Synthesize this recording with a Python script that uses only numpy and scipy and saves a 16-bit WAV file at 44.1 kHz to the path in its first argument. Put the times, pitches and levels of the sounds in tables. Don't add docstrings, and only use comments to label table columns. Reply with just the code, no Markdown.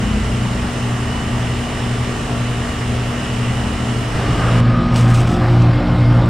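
import sys
import numpy as np
from scipy import signal
from scipy.fft import rfft, irfft, next_fast_len
from scipy.io import wavfile
from scipy.ndimage import uniform_filter1d, map_coordinates

SR = 44100
rng = np.random.default_rng(int(sys.argv[2]) if len(sys.argv) > 2 else 0)


def to_wav(s):
    ch = np.atleast_2d(s).T
    pcm = np.round(np.clip(ch, -1, 1) * 32767)
    wavfile.write(sys.argv[1], SR, pcm.astype(np.int16))


N = 277389

SHAFT_HZ = 59.04
HUM_HZ = 120.045
BLADE_HZ = 43.39
ABOVE_BEAT_S, WALK_BEAT_S = .4118, 5.097
HANDOVER_S = 4.606
TOP_HZ = 15757
STEP = 64

# multiple of the shaft rate, level in dB rms.
ABOVE_SHAFT = [(2, -27), (4, -41.5), (5, -37), (7, -44.5), (11, -49), (19, -47), (20, -44.5), (21, -51),
               (22, -50), (23, -47), (31, -48), (32, -48.5), (34, -48.5), (41, -55), (45, -54), (47, -48.5),
               (48, -52.5), (49, -46), (50, -47), (51, -52.5), (52, -54), (63, -57), (66, -62), (68, -57.1),
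               (86, -58), (87, -59.5), (88, -65), (89, -59), (91, -55.5), (92, -58.5), (93, -61),
               (94, -59.5), (112, -63), (126, -62), (145, -63)]
# multiple of the blade rate, level in dB rms.
ABOVE_BLADE = [(1, -34), (2, -35), (3, -30.5), (4, -42), (6, -48), (7, -50), (8, -46), (9, -44), (10, -45),
               (11, -48)]
# multiple of the hum, level in dB rms.
ABOVE_HUM = [(1, -26.5), (2, -28.5), (6, -48.5)]
# frequency in Hz, relative density in dB per Hz.
ABOVE_AIR = [(25, -1), (65, 5.5), (105, 1), (155, 1), (205, 5), (250, -4), (330, -4), (450, -3.5),
             (530, -5), (680, -4), (1500, -9), (1900, -9.5), (2500, -14), (4500, -21.5), (9300, -23.5),
             (11000, -39.5), (15700, -44.5)]
# centre in Hz, width in Hz, gain in dB.
CABINET_RESONANCES = [(3020, 540, 3.5), (5200, 510, 1), (7800, 960, 2), (14200, 1200, 4)]
# frequency in Hz, correlation from -1 to 1.
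LIKENESS = [(60, .998), (110, 0.97), (200, 0.92), (380, 1), (700, 0.67), (1290, 0.4), (2380, 0.74),
            (4400, 0.59), (8120, -0.21), (15000, 0.14)]
# frequency in Hz, left minus right in dB.
LEAN = [(60, 0), (130, .5), (270, 2.5), (500, .5), (1300, -2), (3100, -1), (5700, 0), (7200, -3), (8700, 1),
        (10200, 8.5), (11500, -0.5), (15000, 1)]
# peak in seconds, half length in seconds, pitch in Hz, glide in Hz per second, peak level in dB rms.
SWELLS = [(0.15, 0.3, 55, 7, -24), (.55, 0.148, 58.6, 0, -27), (0.13, 0.25, 88, 9, -25.5),
          (.7, 0.22, 92, -2.5, -35), (.47, 0.301, 188, 3, -29), (.15, .4, 211, 4.5, -25),
          (1.2, .3, 211, -1.5, -32.5), (3.7, .35, 204, -4, -28)]
# time in seconds, pitch in Hz, level in dB rms before a waver.
DRONE = [(.6, 78, -56), (1, 77, -29), (1.8, 77.4, -31), (2.4, 76.9, -38), (2.9, 75, -28), (3.1, 72, -37),
         (3.75, 73.6, -28), (4.1, 69.5, -44), (4.6, 69, -43)]
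PLACES_S = [4.89, 5.34, 5.96]
# multiple of the shaft rate, dB rms at each of three places.
WALK_SHAFT = [(1, -34, -38, -38), (2, -16, -17, -16), (3, -40, -26.5, -26.5), (4, -43, -29.5, -33),
              (5, -35.5, -30.5, -27), (6, -48, -29.5, -38), (8, -38.5, -45, -40), (9, -38, -37, -36),
              (11, -39, -50, -52), (18, -43, -46, -43.5), (20, -47, -37, -46), (21, -37, -43, -46),
              (22, -60, -46, -61), (36, -54, -49, -47), (46, -66, -65, -57), (48, -57, -53, -65),
              (51, -51, -63, -59), (89, -64, -60, -66), (94, -61, -65, -64), (95, -66, -65, -64)]
# multiple of the blade rate, dB rms at each of three places.
WALK_BLADE = [(1, -25.5, -25, -25), (2, -33, -25.5, -27), (3, -27, -26, -25.5), (4, -25.5, -28, -33),
              (5, -28.5, -30.5, -42), (6, -48, -36, -57), (7, -55, -36, -38), (8, -36.5, -40, -40.5)]
# multiple of the hum, dB rms at each of three places.
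WALK_HUM = [(1, -19, -16, -18), (2, -21, -30.5, -27.5), (12, -66, -44, -46.5)]
# frequency in Hz, relative density in dB per Hz at each of three places.
WALK_AIR = [(25, 2, 2, -4), (61, 9, 2, 10), (140, 10, 11, 11), (260, 2, -1, 2.5), (436, -3.5, -3.5, -3.5),
            (550, -1, -2, 2), (770, -2, 5, -0.5), (910, -6, -7, -3), (1205, -1.5, -2.5, -8),
            (1390, -7, -10, -4), (1510, -5, -8.5, -7), (2080, -12, -11, -14), (2960, -15.5, -16, -16),
            (5430, -25.5, -26, -24.5), (5930, -33, -32, -34.5), (8300, -35, -38, -35),
            (12000, -52.5, -52, -51), (15700, -83, -66, -59)]
# start in seconds, hold in seconds, level in dB rms.
SCUFFS = [(4.957, .012, -30.5), (4.99, 0.024, -34), (5.04, .05, -39.5), (5.103, 0.0074, -34),
          (5.147, 0.061, -33), (5.275, .068, -38), (5.39, .17, -46.5), (5.61, .02, -46)]
# frequency in Hz, relative density in dB per Hz.
LEAF_COLOUR = [(1470, -21), (2500, 0), (3120, 0), (3450, -4.5), (4370, -8), (5100, -5), (7090, -10),
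               (7890, -5.5), (15600, -39)]
# start in seconds, level in dB before attack and dulling, pitch in Hz,
# time to fall 60 dB in seconds.
SNAPS = [(4.918, -32, 5000, .006), (4.9595, -20, 3600, .035), (4.9605, -25, 8500, .01),
         (4.992, -21, 3400, .012), (5.011, -27, 7000, .008), (5.103, -27, 8300, .01),
         (5.144, -24, 8800, .01), (5.161, -28, 8500, .015), (5.178, -22, 6500, .004),
         (5.205, -27, 7000, .008), (5.217, -28, 9000, .005), (5.248, -32, 10500, .006),
         (5.274, -27, 5500, .012), (5.316, -29, 6000, .006), (5.340, -23, 7000, .005),
         (5.621, -27, 5200, .01), (6.259, -31, 8000, .008)]

AIR_DB = -24.5
BASS_START_DB, BASS_DIP_DB = 2, -1.5
BASS_DIP_S, BASS_DIP_LONG_S = 0.98, .5
SWELL_EDGE_DB, SWELL_SAG = 8.5, .012
TONES_IN_S, TONES_RISE_S = 3.954, 0.66
RUSH_IN_S, RUSH_RISE_S, RUSH_FULL_S = 4.13, 0.026, 4.5
RUSH_IN_DB, RUSH_DB = -21.5, -20.5
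SCUFF_RISE_DB_PER_S, SCUFF_FALL_DB_PER_S = 550, 280
HISS_UNDER_DB, HISS_STAYS_DB = -21, -62
HISS_FROM_S, HISS_RISE_S = 4.9, .1


def amp(db):
    return np.exp(np.asarray(db) * (np.log(10) / 20))


def unit_rms(x):
    return x / np.sqrt(np.mean(x ** 2) + 1e-20)


def along(points, hz):
    f, v = np.transpose(points)
    return np.interp(np.log(hz + 1), np.log(f + 1), v)


def curves(rows):
    s, *cols = np.transpose(rows)
    return [np.interp(np.arange(N) / SR, s, c) for c in cols]


def ramp(start_s, rise_s):
    return np.clip((np.arange(N) / SR - start_s) / rise_s, 0, 1)


def slow(rate):
    knots = rng.standard_normal(int(N * rate / SR) + 4)
    return map_coordinates(knots, [np.arange(0, N + STEP, STEP) * rate / SR])


def fine(points):
    return np.interp(np.arange(N), np.arange(len(points)) * STEP, points)


def wobble(rate):
    return fine(slow(rate))


def filtered(x, response):
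    m = next_fast_len(N + SR // 4)
    return irfft(rfft(x, m) * response(np.fft.rfftfreq(m, 1 / SR)), m)[..., :N]


def patchy(channels, patchy_db):
    z = signal.stft(rng.standard_normal((channels, N)), nperseg=512)[2]
    field = uniform_filter1d(rng.standard_normal(z.shape[1:]), size=6, axis=0)
    field = uniform_filter1d(field, size=12, axis=1)
    return signal.istft(z * amp(patchy_db * unit_rms(field)), nperseg=512)[1][:, :N]


def orders(rows, base_hz, times, beat_s, locked, slip, flutter_db):
    turn = 2 * np.pi * base_hz * (np.arange(N) / SR - beat_s) + slip * wobble(3)
    t = np.arange(0, N + STEP, STEP) / SR
    out = 0
    for k, *levels in rows:
        start = rng.uniform(0, 2 * np.pi) * (k != locked)
        flutter = 0.85 * slow(1.786) + 0.79 * slow(9)
        db = np.interp(t, times, levels) + flutter_db * np.tanh(k * base_hz / 700) * flutter
        out = out + fine(np.sqrt(2) * amp(db)) * np.cos(k * turn + start)
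    return out


def machine_tones(shaft, blade, hum, times, beat_s, slip, flutter_db):
    shaft_tones = orders(shaft, SHAFT_HZ, times, beat_s, 2, slip, flutter_db)
    hum_tones = orders(hum, HUM_HZ, times, beat_s, 1, slip=0.024, flutter_db=.3)
    fan_tones = orders(blade, BLADE_HZ, times, beat_s, None, slip=0.068, flutter_db=5.5)
    return shaft_tones + hum_tones + fan_tones


def cabinet(hz):
    return amp(sum(db * np.exp(-((hz - c) / w) ** 2) for c, w, db in CABINET_RESONANCES))


def blade_gate(depth):
    return 1 + depth * np.cos(2 * np.pi * BLADE_HZ * np.arange(N) / SR + 0.4 * wobble(4.9))


def air_above():
    t = np.arange(N) / SR

    def mid_side_shape(hz):
        angle = np.arccos(np.clip(along(LIKENESS, hz), -1, 1)) / 2
        return amp(along(ABOVE_AIR, hz)) * cabinet(hz) * [np.cos(angle), np.sin(angle)]

    mid, side = filtered(patchy(2, patchy_db=0.92), mid_side_shape)
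    air = unit_rms(np.array([mid + side, mid - side]))
    bass = filtered(air, lambda hz: 1 / (1 + (hz / 230) ** 6))
    hiss = filtered(air, lambda hz: 1 / (1 + (500 / (hz + 1)) ** 6))
    bass_db = BASS_START_DB * np.exp(-t / BASS_DIP_LONG_S)
    bass_db = bass_db + BASS_DIP_DB * np.exp(-((t - BASS_DIP_S) / BASS_DIP_LONG_S) ** 2)
    air = air + (amp(bass_db) - 1) * bass + (blade_gate(depth=0.042) - 1) * hiss
    return amp(AIR_DB) * air


def valve_buzz():
    turn = SHAFT_HZ * np.arange(N) / SR + .0006 * wobble(3)
    cycle = rng.standard_normal(600)
    buzz = map_coordinates(cycle, [turn % 1 * len(cycle)], mode="grid-wrap")
    shape = lambda hz: amp(along(ABOVE_AIR, hz)) * cabinet(hz) / (1 + (3300 / (hz + 1)) ** 8)
    return unit_rms(filtered(buzz, shape)) * amp(1.6 * wobble(2.84))


def traffic():
    t = np.arange(N) / SR
    tracks = [curves([(0, DRONE[0][1], -120)] + DRONE)]
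    for s, half_s, hz, glide, db in SWELLS:
        away = np.clip((t - s) / half_s, -4, 4)
        pitch = hz * (1 - SWELL_SAG * away ** 2) + glide * half_s * away
        tracks.append((pitch, db - SWELL_EDGE_DB * away ** 2))
    out = 0
    for hz, db in tracks:
        level = np.sqrt(2) * amp(db + 1.3 * wobble(10))
        out = out + level * np.cos(2 * np.pi * np.cumsum(hz) / SR + 0.26 * wobble(13))
    return out


def above():
    tones = machine_tones(ABOVE_SHAFT, ABOVE_BLADE, ABOVE_HUM, [0], ABOVE_BEAT_S,
                          slip=0.012, flutter_db=2.5)
    tones = tones + traffic() + amp(-54.0) * valve_buzz()
    both = filtered(tones + air_above(), lambda hz: amp(along(LEAN, hz) * [[.5], [-.5]]))
    return both * np.clip((HANDOVER_S - np.arange(N) / SR) / .0003, 0, 1)


def walking_rush():
    hz, *place_db = np.transpose(WALK_AIR)
    noise = patchy(1, patchy_db=1.5)[0]
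    air = np.zeros(N)
    for db, share in zip(place_db, np.eye(len(PLACES_S))):
        near = np.interp(np.arange(N) / SR, PLACES_S, share)
        air += near * filtered(noise, lambda f: amp(along(np.transpose([hz, db]), f)))
    rush_db = RUSH_IN_DB + (RUSH_DB - RUSH_IN_DB) * ramp(RUSH_IN_S, RUSH_FULL_S - RUSH_IN_S)
    return ramp(RUSH_IN_S, RUSH_RISE_S) * amp(rush_db) * unit_rms(air) * blade_gate(depth=0.094)


def walk():
    tones = machine_tones(WALK_SHAFT, WALK_BLADE, WALK_HUM, PLACES_S, WALK_BEAT_S,
                          slip=0.043, flutter_db=4.0)
    return ramp(TONES_IN_S, TONES_RISE_S) * tones + walking_rush() + leaves()


def scuffing():
    t = np.arange(N) / SR
    power = 0
    for s, hold_s, db in SCUFFS:
        rise_db = SCUFF_RISE_DB_PER_S * np.maximum(s - t, 0)
        fall_db = SCUFF_FALL_DB_PER_S * np.maximum(t - s - hold_s, 0)
        power = power + amp(db - rise_db - fall_db) ** 2
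    return np.sqrt(power)


def leaf_snaps():
    snaps = np.zeros(N + SR)
    t = np.arange(SR // 50) / SR
    for s, peak_db, hz, t60 in SNAPS:
        burst = np.sin(2 * np.pi * hz * t + np.cumsum(.55 * rng.standard_normal(len(t))))
        burst = amp(peak_db - 60 * t / t60) * burst * np.clip(t / .0004, 0, 1)
        snaps[round(s * SR):][:len(t)] += burst
    return filtered(snaps[:N], lambda hz: 1 / (1 + (hz / 10500) ** 6))


def leaves():
    spikes = rng.standard_normal(N) * amp(2.4 * wobble(600) + 1.1 * wobble(45))
    crackle = unit_rms(filtered(spikes, lambda hz: amp(along(LEAF_COLOUR, hz))))
    return leaf_snaps() + scuffing() * crackle


def wide_hiss():
    hiss = filtered(rng.standard_normal((2, N)), lambda hz: 1 / (1 + (11000 / (hz + 1)) ** 12))
    level = amp(HISS_UNDER_DB) * scuffing() + amp(HISS_STAYS_DB) * ramp(HISS_FROM_S, HISS_RISE_S)
    return unit_rms(hiss) * level


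def scene():
    return above() + walk() + wide_hiss()


def record(dry):
    return filtered(dry, lambda hz: hz < TOP_HZ)


dry = scene()
out = record(dry)
to_wav(out)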